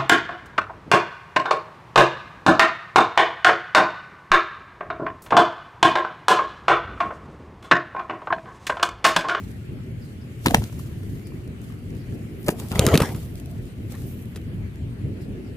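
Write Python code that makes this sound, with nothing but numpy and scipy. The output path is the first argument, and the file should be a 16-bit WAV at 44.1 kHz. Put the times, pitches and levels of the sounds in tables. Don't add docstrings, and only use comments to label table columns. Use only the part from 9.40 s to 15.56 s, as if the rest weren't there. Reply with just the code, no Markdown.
import sys
import numpy as np
from scipy import signal
from scipy.fft import rfft, irfft, next_fast_len
from scipy.io import wavfile
from scipy.ndimage import uniform_filter1d, map_coordinates

SR = 44100
rng = np.random.default_rng(int(sys.argv[2]) if len(sys.argv) > 2 else 0)


def convert_level_to_amplitude(level_db):
    exponent = np.asarray(level_db, float) / 20
    return 10 ** exponent


def master_out(mix):
    frames = np.transpose(np.atleast_2d(mix))
    ceiling = np.clip(frames, -1, 1)
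    pcm = np.round(ceiling * 32767).astype(np.int16)
    wavfile.write(sys.argv[1], SR, pcm)


N = 271773


def unit(x):
    return x / np.sqrt(np.mean(x ** 2) + 1e-20)


def along(points, hz):
    f, value = np.transpose(points)
    return np.interp(np.log(hz + 1), np.log(f + 1), value)


def curves(rows, outside=None):
    s, *columns = np.transpose(rows)
    return [np.interp(np.arange(N) / SR, s, column, outside, outside) for column in columns]


def wobble(rate):
    knots = rng.standard_normal(int(N * rate / SR) + 4)
    return map_coordinates(knots, [np.arange(N) * rate / SR])


def filtered(x, response):
    m = next_fast_len(x.shape[-1] + 1024)
    return irfft(rfft(x, m) * response(np.fft.rfftfreq(m, 1 / SR)), m)[..., :x.shape[-1]]


def colour(spectrum):
    return lambda hz: convert_level_to_amplitude(along(spectrum, hz)) * (hz > spectrum[0][0]) * (hz < spectrum[-1][0])


def rush(spectrum, alike, patchy_db, grit=0):
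    grains = rng.standard_normal((2, N)) * convert_level_to_amplitude(grit * rng.exponential(size=N))
    z = signal.stft(grains, nperseg=512)[2]
    field = uniform_filter1d(rng.standard_normal(z.shape[1:]), size=6, axis=0)
    field = uniform_filter1d(field, size=10, axis=1)
    pair = signal.istft(z * convert_level_to_amplitude(patchy_db * unit(field)), nperseg=512)[1][:, :N]

    def mid_and_side(hz):
        turn = np.arccos(np.clip(along(alike, hz), -1, 1)) / 2
        return colour(spectrum)(hz) * [np.cos(turn), np.sin(turn)]

    mid, side = filtered(pair, mid_and_side)
    return unit(np.array([mid + side, mid - side]))


def add(track, s, sound):
    spot = track[round(s * SR):][:len(sound)]
    spot += sound[:len(spot)]


# frequency in Hz, density in dB per Hz.
HISS = [(1760, -28.5), (3000, -5), (3660, -15), (4400, -14.5), (8000, -10), (11100, -13.5), (13500, -26.5),
        (16000, -26.5)]


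def hiss():
    return convert_level_to_amplitude(-65) * rush(HISS, [(3000, 0)], patchy_db=3.1)


# time in seconds, weight in dB.
LORRIES = [
    [(0.0, -35), (0.46, -39.5), (0.61, -36), (0.88, -39), (1.26, -32.5), (1.53, -35), (1.88, -37.5),
     (3.07, -36.5), (3.28, -34)],
    [(3.72, -33), (4.3, -36), (4.85, -37.5), (5.08, -33.5), (5.8, -34.5), (6.06, -37.5), (6.16, -40)],
]
# time in seconds, nearness of the cars in dB.
CARS = [
    [(0.0, -44), (0.91, -44), (1.24, -42.5), (2.24, -41.5), (2.39, -43.5), (2.61, -40), (3.09, -39.5),
     (3.28, -40)],
    [(3.76, -39.5), (3.85, -39.5), (4.19, -42.5), (4.58, -41.5), (5.5, -43), (5.66, -36.5), (6.16, -39)],
]
# time in seconds, level in dB, pitch in Hz.
WHINE = [
    (3.8, -72, 640),
    (3.95, -57, 660),
    (4.15, -56, 660),
    (4.35, -70, 640),
]
# frequency in Hz, density in dB per Hz.
RUMBLE = [(12, -55), (20, -35.5), (27, -18), (52, -4), (108, 4), (163, -4.5), (234, -10), (300, -14),
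          (390, -28), (660, -120)]
DRONE = [(110, -45.5), (180, -1.5), (237, 1.5), (270, -4.5), (383, -5), (900, -34.5), (1170, -70.5),
         (1980, -120)]
TYRES = [(350, -26.5), (600, -5.5), (658, -7.5), (741, -9), (922, -11.5), (2020, -8), (2930, -12),
         (3640, -19), (4500, -20), (5850, -32.5), (9900, -120)]
# frequency in Hz, left-right likeness from -1 to 1.
FAR_ALIKE = [(60, 0.812), (130, 0.958), (290, 0.859), (640, 0.234), (1400, -0.152), (3100, -0.12)]


def traffic():
    (rumble_db,), (drone_db,) = curves(np.vstack(LORRIES)), curves(np.vstack(CARS))
    swell = wobble(14)
    rumble = convert_level_to_amplitude(rumble_db + 2.0 + 1.907 * swell) * rush(RUMBLE, FAR_ALIKE, patchy_db=0.7538)
    drone = convert_level_to_amplitude(drone_db + 1.79 * swell) * rush(DRONE, FAR_ALIKE, patchy_db=-1.0)
    note_db, note_hz = curves(WHINE, -120)
    note = convert_level_to_amplitude(note_db) * wobble(150) * np.sin(2 * np.pi * np.cumsum(note_hz) / SR)
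    tyre_db = -55 + 0.06 * (drone_db - drone_db.mean())
    return rumble + drone + note + convert_level_to_amplitude(tyre_db) * rush(TYRES, FAR_ALIKE, patchy_db=1.85)


# frequency in Hz, time to fade by 60 dB in seconds.
YARD = [(200, 0.025), (2000, 0.1475), (12000, 0.12)]


def yard(x):
    hz, t, z = signal.stft(rng.standard_normal((2, SR // 4)), SR, nperseg=128)
    fade = convert_level_to_amplitude(-60 * t / along(YARD, hz)[:, None])
    tail = signal.istft(z * fade, SR, nperseg=128)[1]
    late = np.pad(x, (60, 0))[None]
    return signal.fftconvolve(late, tail / np.linalg.norm(tail[0]), axes=1)[:, :N]


# start in seconds, level in dB, start pitch in Hz, end pitch in Hz, length in seconds.
CHIRPS = [
    (0.606, -59.5, 5210, 3905, 0.077),
    (0.806, -61.5, 5400, 4740, 0.028),
    (1.838, -60, 5200, 4390, 0.056),
    (2.58, -62.5, 5300, 3880, 0.078),
    (4.26, -63, 5100, 3900, 0.04),
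    (5.795, -65, 5200, 4310, 0.054),
    (6.058, -66, 5240, 4300, 0.0396),
    (1.805, -59, 2350, 2351, 0.13),
    (1.893, -61, 2350, 2320, 0.09),
    (2.03, -64, 2360, 2346, 0.18),
]


def sparrows():
    out = np.zeros(N)
    for s, db, start_hz, end_hz, length in CHIRPS:
        u = np.linspace(0, 1, int(length * SR))
        pitch = end_hz + (start_hz - end_hz) * (1 - u) ** 1.2
        voice = np.sin(2 * np.pi * np.cumsum(pitch) / SR)
        add(out, s, convert_level_to_amplitude(db + 3) * np.sin(np.pi * u ** .6) * voice)
    out = out * (.6 + .8 * wobble(1100))
    return .4 * out + .9 * yard(out)


# peak time in seconds, peak level in dB, time to fade by 10 dB in seconds.
GRASS = [(0.0, -59.5, 0.23), (0.661, -65, 0.19), (1.0, -67.5, 0.75), (1.065, -45.5, 0.1049),
         (1.125, -49.5, 0.1782), (1.16, -54.5, 0.2929), (1.414, -58.5, 0.16), (1.514, -65.5, 0.19),
         (1.649, -63.5, 0.22), (1.736, -61, 0.08), (1.888, -66.5, 0.27), (2.242, -59, 0.09),
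         (2.55, -65.5, 0.6), (2.744, -62, -0.03), (2.9, -69.5, 2), (3.088, -38, 0), (3.195, -49.5, 0.0769),
         (3.35, -49, 0.2548), (3.47, -44.5, 0.038), (3.52, -44, 0.0239), (3.63, -47, 0.15), (3.8, -55, 0.1),
         (3.97, -57.5, -0.05), (4.126, -63, -0.39), (4.51, -54.5, 0.05), (4.6, -57, 0.16),
         (4.7, -61.5, 0.12), (4.966, -47, -0.0046), (5.822, -60, 0.04)]
# peak time in seconds, peak level in dB, time to fade by 10 dB in seconds.
DOWN = [
    (1.3, -75, 0.6),
    (1.45, -69, 0.09),
    (1.7, -66.5, 0.3),
    (3.05, -58.5, 0.29),
    (3.75, -58.5, 0.29),
    (4.58, -63.5, 0.5361),
    (4.68, -52.5, 0.09),
    (4.82, -56, 0.02),
]
# frequency in Hz, density in dB per Hz.
STALKS = [(1760, -14.5), (3000, -6.5), (5400, -8), (8000, -8), (11900, -6.5), (16000, -11)]
FLUFF = [(6000, -19.5), (9500, -7), (12000, 2), (16000, -4.5)]


def grass(rustles, spectrum, flicker_db):
    t = np.arange(N) / SR
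    power = convert_level_to_amplitude(-75) ** 2
    for s, db, fade in rustles:
        away = np.maximum(t - s, (s - t) / 0.349) / abs(fade)
        power = power + convert_level_to_amplitude(db - 10 * away ** 1.425) ** 2
    grains = rush(spectrum, [(3000, 0.11), (9000, 0)], patchy_db=1.5, grit=0.965)
    return convert_level_to_amplitude(3.0) * np.sqrt(power) * unit(convert_level_to_amplitude(flicker_db * wobble(70)) * grains)


# time in seconds, effort in dB.
CHURN = [
    [(1.04, -51), (1.056, -33.5), (1.066, -16), (1.13, -46), (1.15, -21.5), (1.207, -44.5), (1.3, -43)],
    [(3.041, -49), (3.061, -39.5), (3.088, -11.5), (3.108, -31.5), (3.143, -38), (3.3, -43.5)],
    [(3.31, -34.5), (3.385, -25.5), (3.41, -21.5), (3.515, -19.5), (3.549, -12), (3.589, -26.5),
     (3.632, -19.5), (3.669, -32.5), (3.849, -54)],
    [(4.502, -74.5), (4.532, -41), (4.627, -58.5), (4.649, -57.5)],
]
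# frequency in Hz, density in dB per Hz.
EDDY = [(40, -9.5), (80, 1), (200, -7), (420, -4), (700, -11.5), (1200, -23.5)]
VANE = [(500, -6), (900, -1.5), (1800, -3.5), (3000, -8.5), (5000, -18), (12000, -18), (17000, -39.5)]
# frequency in Hz, left-right likeness from -1 to 1.
NEAR_ALIKE = [(60, 0.984), (640, 0.944), (1400, 0.624), (3100, 0.62), (6800, 0), (15000, 0)]


def churn():
    efforts = [curves(flight, -200)[0] for flight in CHURN]
    flight_swish_db = [-34, -38, -31.5, -33]
    eddy = sum(convert_level_to_amplitude(effort) for effort in efforts)
    swish = sum(convert_level_to_amplitude(db + 0.863 * (effort + 21.0)) for db, effort in zip(flight_swish_db, efforts))
    lumps_db = 1.5 * wobble(80)
    low = unit(convert_level_to_amplitude(lumps_db) * rush(EDDY, NEAR_ALIKE, patchy_db=2.5))
    vanes = rush(VANE, NEAR_ALIKE, patchy_db=-6.0, grit=1.0)
    high = unit(convert_level_to_amplitude(lumps_db + 0.95 * wobble(140)) * vanes)
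    return eddy * convert_level_to_amplitude(-3.5) * low + swish * convert_level_to_amplitude(-2.0) * high


# start in seconds, peak level in dB, pitch in Hz.
CUPS = [(1.0581, -15.5, 168.5), (1.072, -21.5, 306), (3.547, -21, 69.5), (3.42, -20, 75),
        (3.632, -18.5, 198), (3.0937, -22.5, 201), (1.0678, -10, 293), (1.083, -15.5, 254.5),
        (1.146, -7.5, 171), (1.183, -17.5, 121), (3.402, -25.5, 110), (3.077, -28, 520),
        (3.086, -26.5, 120), (3.473, -9, 120), (3.316, -17, 150), (3.357, -16, 117.5), (3.3929, -7, 132),
        (3.3935, -12.5, 496.4), (3.410, -25.5, 450), (3.481, -11.5, 409), (3.539, -6.5, 104.6),
        (3.5404, -7.5, 348), (3.553, -4.5, 158), (3.5774, -13.5, 246), (3.6028, -11, 484),
        (3.6152, -6.5, 122.5), (3.6174, -20.5, 398), (3.63, -19, 258), (4.520, -38, 500),
        (4.963, -30.5, 381)]
# start in seconds, peak level in dB, pitch in Hz, length in cycles.
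WHISTLES_AND_POPS = [(1.058, -15, 964, 7.6), (1.060, -17.5, 1740, 9.5), (1.104, -24.5, 712, 10.1),
                     (1.121, -21.5, 587, 2.67), (1.1424, -14.5, 690, 1.93), (1.1448, -2.5, 765.6, 3.02),
                     (1.146, -11.5, 1747, 7.6), (1.181, -31, 703, 5), (1.22, -30, 840, 2.83), (1.395, -38.5, 1160, 4.36),
                     (1.920, -42, 1010, 3.55), (2.300, -48, 1180, 8.7), (3.086, -21, 1050, 2.26),
                     (3.0838, -14, 394, 1.6), (3.089, -10.5, 325, 1.95), (3.0895, -20, 1910, 1.98),
                     (3.1238, -25, 422, 3.2), (1.113, -20, 263, 4.2), (1.17, -18.5, 587, 1.01),
                     (3.4656, -10, 216.4, 1.18), (3.6215, -20, 890, 1.52), (3.356, -24, 1992, 10.5),
                     (3.532, -22, 1131, 16.5), (3.554, -13.5, 1712, 4.47), (4.961, -38.5, 2060, 7.3)]


def puffs():
    out = np.zeros(N)
    cups = [(s, db, hz, 1.343 * (hz / 150) ** 0.721) for s, db, hz in CUPS]
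    for s, db, hz, cycles in WHISTLES_AND_POPS + cups:
        cycles = max(cycles, .8)
        turns = np.arange(int(cycles * SR / hz)) * hz / SR
        swell = np.sin(np.pi * (turns / cycles) ** 0.496)
        add(out, s, -convert_level_to_amplitude(db) * np.sin(2 * np.pi * turns) * swell)
    return filtered(out, lambda hz: 1 / (1 + (30 / (hz + 1)) ** 4))


# peak time in seconds, level in dB, soft-vane level in dB, dullness in dB per octave,
# length in ms.
BLOWS = [(1.0613, -16, 0.5, -5.5, 2.8), (1.0687, -24, 3.5, 3.5, 4.9), (1.084, -25.5, 1.5, 12, 1.77),
         (1.1092, -31.5, 6, 3, 2.52), (1.146, -7, -1, 2, 1.88), (1.149, -21, -8.5, -5, 3.2),
         (1.24, -32.5, -3.5, 2, 2.39), (3.0836, -21.5, 0, -8.5, 1.55), (3.0848, -29, 5.5, 9.5, 4.43),
         (3.0909, -27.5, 13, 11.5, 1.71), (3.1994, -36, 0.5, -5.5, 3.83), (3.3175, -26, -12, 1.5, 1.013),
         (3.3937, -9, -8, 0.5, 1.233), (3.4661, -11, -4, -2.5, 1.647), (3.4703, -32.5, 4.5, 10.5, 5.12),
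         (3.4879, -27.5, -6, 9, 2.74), (3.541, -25.5, 5.5, 9, 3.8), (3.546, -28, 0.5, -2.5, 6.2),
         (3.5553, -23.5, -4, 11, 4.36), (3.576, -12.5, -9.5, -2, 0.83), (3.603, -41, 20.5, 2.5, 5.55),
         (3.6199, -33, 12, -15, 5.2), (3.6227, -24.5, 5.5, 2, 0.995), (4.9607, -39.5, -3, -1.5, 4.7)]
# peak time in seconds, level in dB, length in ms.
BRUSHES = [(1.1718, -37.5, 1.71), (1.221, -48.5, 7), (3.6424, -45.5, 1.5), (3.591, -44, 6),
           (4.95, -57.5, 3.08), (3.44, -43, 5.2), (1.3264, -52, 7.3), (1.634, -54, 4.5), (1.7955, -54, 1.6),
           (2.3233, -56.5, 5.5), (2.7246, -51.5, 1.5), (3.325, -37.5, 1.21), (3.3526, -40, 2.2),
           (3.3572, -35, 4.02), (3.3973, -37.5, 3.66), (3.413, -41.5, 1.7), (3.477, -30, 2),
           (3.5225, -54.5, 5), (3.5776, -28.5, 4.8), (3.606, -46, 5.8), (3.6304, -40, 3.4),
           (3.658, -37, 2.23), (3.6907, -44.5, 3.27), (3.748, -43.5, 3.65), (4.9728, -51, 5.5),
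           (4.792, -55.5, 2), (3.508, -39, 1.7), (3.425, -44, 1.5), (3.431, -42, 2), (3.564, -37, 3)]
# peak time in seconds, level in dB, length in ms.
TICKS = [(0.1164, -47, 0.73), (1.0455, -46.5, 2.3), (1.393, -44.5, 10.2), (1.413, -52, 2.7),
         (1.5924, -84.5, 3), (1.7234, -66.5, 1.8), (1.8706, -46, 5.26), (2.077, -49.5, 1.78),
         (2.2174, -47, 1.6), (2.5054, -50, 1.4), (2.5514, -52, 1.4), (2.569, -49.5, 1.2),
         (3.0305, -46.5, 1.28), (3.045, -45.5, 4.64), (3.066, -38.5, 13.7), (3.105, -34, 14),
         (3.286, -42.5, 2.54), (3.3119, -45, 1.3), (3.4529, -28.5, 1.19), (3.7616, -44, 6.1),
         (3.926, -53, 1.63), (3.9561, -41, 2.1), (3.9997, -42.5, 2.5), (4.0591, -44.5, 1.8),
         (4.1134, -51, 5.1), (4.2556, -52.5, 1.1), (4.485, -53, 1.44), (4.5218, -39.5, 3.9),
         (4.5522, -46.5, 4), (4.62, -47, 2.48), (4.8253, -51, 1.4), (4.856, -49, 2), (4.885, -54, 1.46),
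         (5.016, -51.5, 2.2), (5.358, -50, 1.82)]


def contacts():
    brushes = [(s, db, 5.5, -5, ms) for s, db, ms in BRUSHES]
    ticks = [(s, db, -9, -8, ms) for s, db, ms in TICKS]
    return sorted(BLOWS + brushes + ticks)


# frequency in Hz, density in dB per Hz.
QUILL = [(1470, -17.5), (2500, -4), (3970, -4), (5070, -7), (7440, -10), (10300, -9), (13500, -16.5),
         (15100, -18), (16300, -26)]


def slaps():
    out, t = np.zeros((N, 2)), np.arange(SR // 28) / SR
    hits = contacts()
    chance = rng.standard_normal((len(hits), 5, len(t)))

    def apart(hz):
        return np.arctan((hz / 8500) ** 3)

    def fade(rise):
        return t / rise * np.exp(1 - t / rise)

    for (s, db, vane_db, dull_db, ms), (crackle, flap, grit, *own) in zip(hits, chance):
        rise = 0.41 * max(ms, .4) / 1000
        crackle = crackle + 8 * (np.arange(len(t)) == round(rise * SR))

        def tint(hz):
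            return colour(QUILL)(hz) * convert_level_to_amplitude(-np.clip(dull_db, -9, 9) * np.log2(hz / 7000 + 0.13))

        shared = filtered(crackle, lambda hz: tint(hz) * np.cos(apart(hz)))
        separate = filtered(np.array(own), lambda hz: tint(hz) * np.sin(apart(hz)))
        spray = unit((shared + separate) * convert_level_to_amplitude(3.56 * grit))
        quill = spray * (fade(rise) + 0.057 * fade(5 * rise))
        vane = convert_level_to_amplitude(vane_db) * unit(filtered(flap, colour(VANE))) * fade(1.09 * rise)
        add(out, s - rise, convert_level_to_amplitude(db - 1.5) * (quill + vane).T)
    return out.T


# time in seconds, lead of the left port in ms.
BEARING = [
    (0, 0.1933),
    (3.36, 0.1492),
    (3.40, 0.00069),
    (3.7, 0.0275),
    (4.5, 0.137),
    (4.95, 0.0367),
]


def placed(pair):
    lead_ms = curves(BEARING)[0]
    here, way = np.arange(N), np.array([[1], [-1]])
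    treble = filtered(pair, lambda hz: 1 / (1 + (11000 / (hz + 1)) ** 4))
    shaded = pair + treble * (convert_level_to_amplitude(way * (2.5 + 8.7 * lead_ms)) - 1)
    return np.array([map_coordinates(v, [here + w * lead_ms * SR / 2000]) for v, w in zip(shaded, way)])


def scene():
    wings = slaps() + puffs()
    near = placed(wings) + convert_level_to_amplitude(-18.5) * yard(wings[0]) + churn()
    rustle = grass(GRASS, STALKS, 1.8) + grass(DOWN, FLUFF, 1.2)
    return near + rustle + traffic() + sparrows() + hiss()


def low_pass(x):
    return signal.sosfilt(signal.butter(12, 16470, fs=SR, output="sos"), x)


# frequency in Hz, gain in
# dB.
TONE = [(12, -21.5), (32, 0.5), (1000, 1), (15450, 1), (15620, -30), (16400, -34.5)]


def record(dry):
    hot = filtered(dry, lambda hz: convert_level_to_amplitude(along(TONE, hz))) * convert_level_to_amplitude([[.4], [-.4]])
    mix = hot / (1 + np.abs(hot) ** 8) ** (1 / 8)
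    return low_pass(mix)


dry = scene()
out = record(dry)
master_out(out)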